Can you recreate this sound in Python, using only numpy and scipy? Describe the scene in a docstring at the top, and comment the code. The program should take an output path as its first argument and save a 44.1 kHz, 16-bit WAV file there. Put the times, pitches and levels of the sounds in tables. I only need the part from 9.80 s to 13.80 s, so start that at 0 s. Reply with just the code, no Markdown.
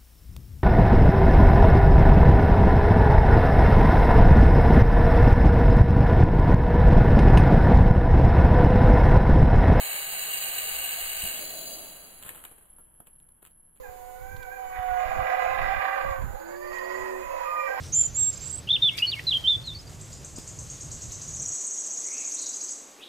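"""In a humming workshop, the suction cups of a bag handling machine hold a plastic bag.
Air hisses and spits past their lips and blows hollow notes in the cups and fittings.
The flow shuts off with a soft thump, the vacuum line bleeds down, and the slack bag crinkles and ticks.
Coarse sampling mirrors the whole sound into the treble, where the rumble becomes a thin ring."""
import sys
import numpy as np
from scipy import signal
from scipy.fft import rfft, irfft, next_fast_len
from scipy.io import wavfile
from scipy.ndimage import map_coordinates

SR = 44100
rng = np.random.default_rng(int(sys.argv[2]) if len(sys.argv) > 2 else 0)


def transcribe(signal):
    """Save signal, clipped to [-1, 1], as a 16-bit WAV file at the path in sys.argv[1]."""
    frames = np.atleast_2d(signal).T
    limited = np.clip(frames, -1, 1)
    pcm = np.round(limited * 32767).astype(np.int16)
    wavfile.write(sys.argv[1], SR, pcm)


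N = 176400


def amp(db):
    return 10 ** (np.asarray(db) / 20)


def unit(x):
    return x / np.sqrt(np.mean(x ** 2) + 1e-20)


def along(points, hz):
    """Read between (Hz, value) points on a log frequency axis."""
    f, v = np.transpose(points)
    return np.interp(np.log(hz + 1), np.log(f + 1), v)


def seconds():
    return np.arange(N) / SR


def curve(rows):
    """Join (seconds, value) points with straight lines."""
    return np.interp(seconds(), *np.transpose(rows))


def wobble(rate):
    """A smooth curve through `rate` random values a second."""
    return map_coordinates(rng.standard_normal(8192), [seconds() * rate], mode="wrap")


def filtered(x, response):
    """Multiply each frequency in x by response(hz)."""
    size = next_fast_len(N + SR // 2)
    return irfft(rfft(x, size) * response(np.fft.rfftfreq(size, 1 / SR)), size)[..., :N]


# Stereo width of air and hall noise. 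Each row: frequency in Hz, left-right likeness (1 is identical).
AIR_ALIKE = [(100, 0.68), (350, 0.28), (650, 0.65), (1150, 0.55), (1450, 0.12), (2100, 0.89), (3400, 1),
             (4300, 0.3), (4800, 1)]
HALL_ALIKE = [(30, 1), (100, 0.41), (250, 0.12), (600, 0.092), (4000, 0.032)]
def rush(colour, alike=AIR_ALIKE):
    """Stereo noise of strength 1; its colour (tone) is a table or a gain function."""
    def response(hz):
        gain = colour(hz) if callable(colour) else amp(along(colour, hz))
        turn = np.arccos(np.clip(along(alike, hz), -1, 1)) / 2
        return gain * np.array([np.cos(turn), np.sin(turn)])
    mid, side = filtered(rng.standard_normal((2, N)), response)
    return unit(np.array([mid + side, mid - side]))


# Direction of the cups. Each row: frequency in Hz, radians by which the left channel leads.
LEFT_LEAD = [(0, 0), (200, .5), (480, -0.6), (800, 1.3), (1050, .2), (1300, .8), (1520, -1), (2100, -3),
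             (2850, -4.9), (3200, -6), (3750, -6.5), (4100, -7.5), (4750, -9.3)]
def placed(x):
    """The cups are off to one side: their treble arrives on the right first."""
    lead = lambda hz: np.interp(hz, *np.transpose(LEFT_LEAD))
    return filtered(x, lambda hz: np.exp(.5j * np.outer([1, -1], lead(hz))))


def room(x, t60=.17):
    """Nearby panels and walls answer; t60 is the seconds a sound takes to fade by 60 dB."""
    t = np.arange(SR) / SR
    tail = rng.standard_normal((2, SR)) * amp(-60 * t / t60) * (t > .003)
    return amp(-8.5) * signal.fftconvolve(x, tail / np.linalg.norm(tail[0]), axes=1)[:, :N]


def frame(x):
    """Ten faint echoes off the metal frame give the hiss a fine, steady grain."""
    delays_s = rng.uniform(.003, .045, (2, 10))
    signs = rng.choice([-1, 1], (2, 10))
    taps = np.array([np.bincount((d * SR).astype(int), s, SR // 10) for d, s in zip(delays_s, signs)])
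    return x + amp(-9) * signal.fftconvolve(x, taps / np.sqrt(10), axes=1)[:, :N]


# Tones of the hum. Each row: pitch in Hz, level in dB.
HUM_TONES = [(84, -86), (151, -74), (258, -91.5)]
def hum():
    """Mains hum: three low tones that waver slightly."""
    return sum(amp(db + 1.5 * wobble(2.81)) * np.sin(2 * np.pi * hz * seconds() + .5 * wobble(4.6))
               for hz, db in HUM_TONES)


# Loudness of the rumble and the wash. Each row: time in seconds, level in dB.
RUMBLE_LEVELS = [(0, -62), (.5, -62), (.85, -57), (.97, -51), (1.12, -60), (1.22, -52), (1.33, -54),
                 (1.44, -51), (1.53, -59), (1.9, -57), (2.3, -63), (2.5, -59), (2.9, -62), (3.4, -61.5),
                 (4, -65)]
WASH_LEVELS = [(0, -59.5), (1.4, -67.5), (2.0, -54.5), (2.35, -59.5), (2.6, -57), (2.8, -66), (3.05, -71.5),
               (3.4, -75.5), (4, -79)]
# Tone of the rumble, fans and wash. Each row: frequency in Hz, relative level in dB.
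RUMBLE_COLOUR = [(5, -6), (14, 2.5), (22, -2.5), (33, -15), (48, -5.5), (70, -13.5), (120, -20),
                 (250, -36.5), (600, -63)]
FAN_COLOUR = [(30, -21.5), (150, 5), (230, -1), (450, -8.5), (820, -12), (950, -5), (1100, -21.5),
              (1600, -10.5), (2600, -39), (3600, -39), (4900, -51)]
WASH_COLOUR = [(80, -3.5), (300, 7.5), (900, 7.5), (1600, 3), (2400, -5), (3300, 1), (4000, -34.5),
               (4900, -36)]
def workshop():
    """A rumble swells with the draught, distant fans run, and a soft wash of air dies away."""
    rumble = amp(curve(RUMBLE_LEVELS) - .5) * rush(RUMBLE_COLOUR, HALL_ALIKE)
    fans = amp(-70.5) * rush(FAN_COLOUR, HALL_ALIKE)
    wash = amp(curve(WASH_LEVELS)) * rush(WASH_COLOUR, HALL_ALIKE)
    return rumble + fans + wash


SHUT_OFF_S = 1.4305
# Tone of the low rush after the shut-off. Each row: frequency in Hz, relative level in dB.
BLEED_COLOUR = [(50, -20.5), (170, -5), (300, -3), (520, -2), (680, 5), (790, -10), (950, -16.5),
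                (1600, -25)]
def bleed(rise_s=.024, hold_s=.48, fall_db_per_s=31.5):
    """Air rushes back into the line at the shut-off, holds, then dies away."""
    age = seconds() - SHUT_OFF_S
    shape = np.clip(age / rise_s, 0, 1) * amp(-fall_db_per_s * np.maximum(age - hold_s, 0))
    return amp(-49) * shape * placed(rush(BLEED_COLOUR))


# Tone of the puff in the thump. Each row: frequency in Hz, relative level in dB.
PUFF_COLOUR = [(15, -25), (45, -3), (120, -2), (190, 1), (270, -14), (600, -40)]
def thump(puff_t60=.1):
    """The vacuum lets go: a knock and a lower boom in the machine, and a puff."""
    age = np.maximum(seconds() - SHUT_OFF_S, 0)
    ring = lambda hz, t60: amp(-36 - 60 * age / t60) * np.sin(2 * np.pi * hz * age)
    puff_shape = (1 - np.exp(-age / .0009)) * amp(-40.5 - 60 * age / puff_t60)
    return ring(hz=170, t60=.04) + ring(hz=65, t60=.13) + puff_shape * rush(PUFF_COLOUR, HALL_ALIKE)


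def crinkle(start_s=2.42, span_s=1.55, middle_hz=2200):
    """Tiny creases tick at random, thinning out as the plastic film settles."""
    out, age = np.zeros(N + SR), np.arange(SR // 100) / SR
    for wait, pitch, softness in rng.random((160, 3)):
        start = start_s + span_s * wait ** 3.1
        cycles = age * middle_hz * 2 ** (2 * pitch - 1)  # up to an octave either way
        db = -38 - 14 * softness - 29 * np.sqrt(wait)
        tick = cycles * np.exp(1 - 2 * cycles) * np.sin(2 * np.pi * cycles)
        out[int(start * SR):][:len(age)] += amp(db) * tick
    return out[:N]


# Tone of a snap's bright rustle and dull flap. Each row: frequency in Hz, relative level in dB.
RUSTLE_COLOUR = [(300, -22.5), (900, 2), (1500, 1), (2200, 4), (3000, 3), (3800, -8), (4900, -10)]
FLAP_COLOUR = [(100, -4), (300, -3.5), (650, -5.5), (950, -7.5), (1400, -8), (3000, -39)]
# Snaps of the bag. 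Each row: start in seconds, base level in dB, flap offset in dB,
# fade time (t60) in seconds, pop level in dB, pop pitch in Hz.
SNAPS = [(2.4257, -36.5, -17, 0.035, -35, 3380), (2.435, -43.5, -20, .03, -44, 3930),
         (2.4479, -39, -16, 0.093, -45.5, 2900), (2.461, -34.5, -19, 0.11, -43.5, 3100),
         (2.48, -41.5, -24, .12, -46, 2800), (2.4907, -28.5, -20, 0.03, -35.5, 1710),
         (2.502, -41, -11, .07, -47, 2700), (2.547, -46, -10, .06, -52, 1200),
         (2.555, -45.5, -13.5, 0.13, -49, 1400), (2.5753, -46, -23, 0.13, -44, 1200),
         (2.639, -42, -14.5, 0.064, -43.5, 1500), (2.6505, -38.5, -29, .06, -42, 2930),
         (2.655, -52, -22, .057, -39, 1430), (2.683, -60, -12, 0.037, -56, 2800),
         (2.713, -49, -7, 0.051, -53, 1300), (2.778, -53.5, -8, .05, -58, 2740),
         (2.811, -62, -6, .05, -53, 1500), (2.825, -57.5, -12, .025, -59.5, 3000),
         (2.8553, -63, -16, .04, -63, 2800), (2.9846, -64.5, 5, 0.116, -51, 1200),
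         (3.15, -66, -5, .047, -57, 1520), (3.2018, -58.5, 10, 0.028, -45.5, 700),
         (3.262, -59.5, -6, .04, -65.5, 3000), (3.27, -47.5, -11, 0.043, -51, 3040),
         (3.401, -65, -11, 0.046, -55.5, 3130), (3.488, -68, -6, .07, -59.5, 3900),
         (3.621, -57, -15, .13, -67, 3000), (3.6268, -49.5, -7, 0.032, -50, 518),
         (3.6443, -51, -18, .04, -59, 3000), (3.651, -47, -20, 0.068, -48, 2700),
         (3.663, -47, -20, .03, -54.5, 3000), (3.6715, -54, -10, .03, -53, 2900),
         (3.71, -69.5, -22, .037, -59.5, 4020), (3.958, -57, -15, 0.11, -64, 3070)]
def snaps(crack_t60=.0075):
    """Each snap of the slack film has a crack, a short grainy rustle and a dull flap of the sheet."""
    bright_power, dull_power = np.zeros((2, N))
    grain = unit(amp(6.5 * wobble(600)))
    for start, db, flap_db, t60, _, _ in SNAPS:
        age = np.maximum(seconds() - start, 0)
        fade = amp(-60 * age / t60)
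        crack = amp(5.5 - 60 * age / crack_t60)
        sharp_rise, soft_rise = 1 - np.exp(-age / .00064), 1 - np.exp(-age / .0017)
        bright_power += (amp(db - 7.5) * sharp_rise * (grain * fade + crack)) ** 2
        dull_power += (amp(db + flap_db + 5.5) * soft_rise * fade) ** 2
    return np.sqrt(bright_power) * rush(RUSTLE_COLOUR) + np.sqrt(dull_power) * rush(FLAP_COLOUR)


def pops(delay_s=.00036, rise_cycles=.41):
    """Each snap starts as a crease flips over: a high pop if it is tight, a dull knock if it is wide."""
    out = np.zeros(N)
    for start, _, _, _, db, hz in SNAPS:
        cycles = np.maximum(seconds() - start - delay_s, 0) * hz
        rise = cycles / rise_cycles
        out += amp(db) * rise * np.exp(1 - rise) * np.sin(2 * np.pi * cycles)
    return out


def line_flow(hold_s=1.86):
    """Strength of the flow in the vacuum line: it holds, then falls ever faster as the line empties."""
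    age = np.maximum(seconds() - hold_s, 0)
    return amp(-43 - 27 * age - 22 * age ** 2)


# Tone of the vacuum line. Each row: frequency in Hz, relative level in dB.
LINE_COLOUR = [(100, -21.5), (420, -14), (680, -6), (950, -11), (1400, -8.5), (1620, 0), (1800, -10),
               (2220, -10.5), (2350, -0.5), (2650, 4), (3250, 4.5), (3450, 5.5), (3650, -20.5), (3900, -1),
               (4300, 2), (4600, 11.5), (4950, -7.5)]
def line_hiss():
    """The vacuum line hisses roughly and holds on while the leak fades."""
    roughness = amp(3.5 * wobble(160))
    return amp(-5.5) * line_flow() * unit(roughness * rush(LINE_COLOUR))


# Resonances of the cups and fittings. Each row: pitch in Hz, width in Hz,
# gain on LEAK_LEVELS in dB, gain on line_flow() in dB.
HOLLOWS = [(174.5, 60, -30, -28.5), (698, 130, -21, -15), (845, 230, -17.5, -29), (2726, 140, -10, -20.5),
           (2892, 200, -11, -14.5), (4056, 137, -25.5, -5.5), (4647, 60, -31.5, -10.5)]
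def hollow_notes():
    """Both flows blow notes in the cups and fittings; each flutters in pitch and strength."""
    out = np.zeros((2, N))
    for centre, width, leak_db, line_db in HOLLOWS:
        band = signal.hilbert(rush(lambda hz: 1 / (1 + (2 * (hz - centre) / width) ** 2)))
        drift = 2 * np.pi * np.cumsum(centre * .009 * wobble(30)) / SR  # pitch wanders by about 1%
        whistle = unit(amp(1.8 * wobble(55)) * (band * np.exp(1j * drift)).real)
        out += whistle * np.hypot(amp(leak_db + curve(LEAK_LEVELS)), amp(line_db) * line_flow())
    return out


# Short spits of air at a cup lip. Each row: time of the peak in seconds, level in dB, length in seconds.
SPITS = [(0.438, -55, 0.0093), (0.51, -43, 0.0034), (0.528, -40, 0.015), (0.542, -36, 0.021),
         (0.629, -36, 0.025), (0.653, -52, .007), (0.688, -43, 0.0051), (0.784, -35, 0.0064),
         (0.786, -41, 0.0073), (0.959, -43, 0.0078), (1.042, -42.5, 0.023), (1.178, -46, .006),
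         (1.19, -43, 0.002), (1.214, -39, .013), (1.276, -38, 0.0072), (1.376, -55, 0.013),
         (1.412, -36.5, .005), (1.421, -38, 0.0051), (1.455, -33, 0.003), (1.473, -37, .009)]
def spitting(start_s=.14, end_s=1.59, centre_hz=2830, width_hz=140):
    """The film flutters on a lip: a random sputter and single spits sound in one resonance."""
    t = seconds()
    active = np.clip((t - start_s) / .27, 0, 1) * np.clip((end_s - t) / .046, 0, 1)
    sputter = amp(-45) * active * unit(amp(1.5 * wobble(150)))
    spit_power = sum(amp(db) ** 2 * np.exp(-(2 * (t - peak) / length) ** 2) for peak, db, length in SPITS)
    cavity = lambda hz: 1 / (1 + (2 * (hz - centre_hz) / width_hz) ** 2) ** .61
    return np.sqrt(sputter ** 2 + spit_power) * rush(cavity)


# Loudness of the leak at the cups. Each row: time in seconds, level in dB before gain_db is added.
LEAK_LEVELS = [(0, -40), (.25, -41.5), (.6, -41.5), (1.0, -41), (1.45, -43), (1.56, -44.5), (1.68, -50),
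               (1.85, -54.5), (2.1, -58.5), (2.35, -63), (2.7, -70.5), (3.1, -100)]
# Tone of the leak. Each row: frequency in Hz, relative level in dB.
LEAK_COLOUR = [(100, -35.5), (270, -21.5), (400, -10.5), (520, -8), (780, -3.5), (1000, -13.5), (1220, -5),
               (1400, -13), (1540, -0.5), (1800, -4), (2230, 4), (2520, -1.5), (2750, 1), (3150, -5),
               (3380, -17), (3540, -27.5), (3750, -4.5), (4050, -4.5), (4400, -7), (4650, -15.5),
               (4900, -18.5)]
def leak(gain_db=3):
    """Swirling air hisses past the cup lips, trembling quickly."""
    tremble = amp(wobble(220))
    return amp(gain_db + curve(LEAK_LEVELS)) * unit(tremble * rush(LEAK_COLOUR))


def scene():
    """The air and the bag, with their echoes, over the shut-off and the workshop."""
    bag = snaps() + pops() + crinkle()
    air = leak() + line_hiss() + spitting() + hollow_notes()
    return frame(placed(air)) + placed(bag) + room(bag) + thump() + bleed() + hum() + workshop()


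def record(dry, step=4, band_hz=4850, top_hz=15900):
    """Keeping every fourth sample of the low band, with silent gaps between, mirrors that band upward."""
    narrow = filtered(dry, lambda hz: amp(-np.clip((hz - band_hz) * .25, 0, 120)))
    coarse = step * narrow * (np.arange(N) % step == 0)
    return filtered(coarse, lambda hz: hz < top_hz)


dry = scene()
out = record(dry)
transcribe(out)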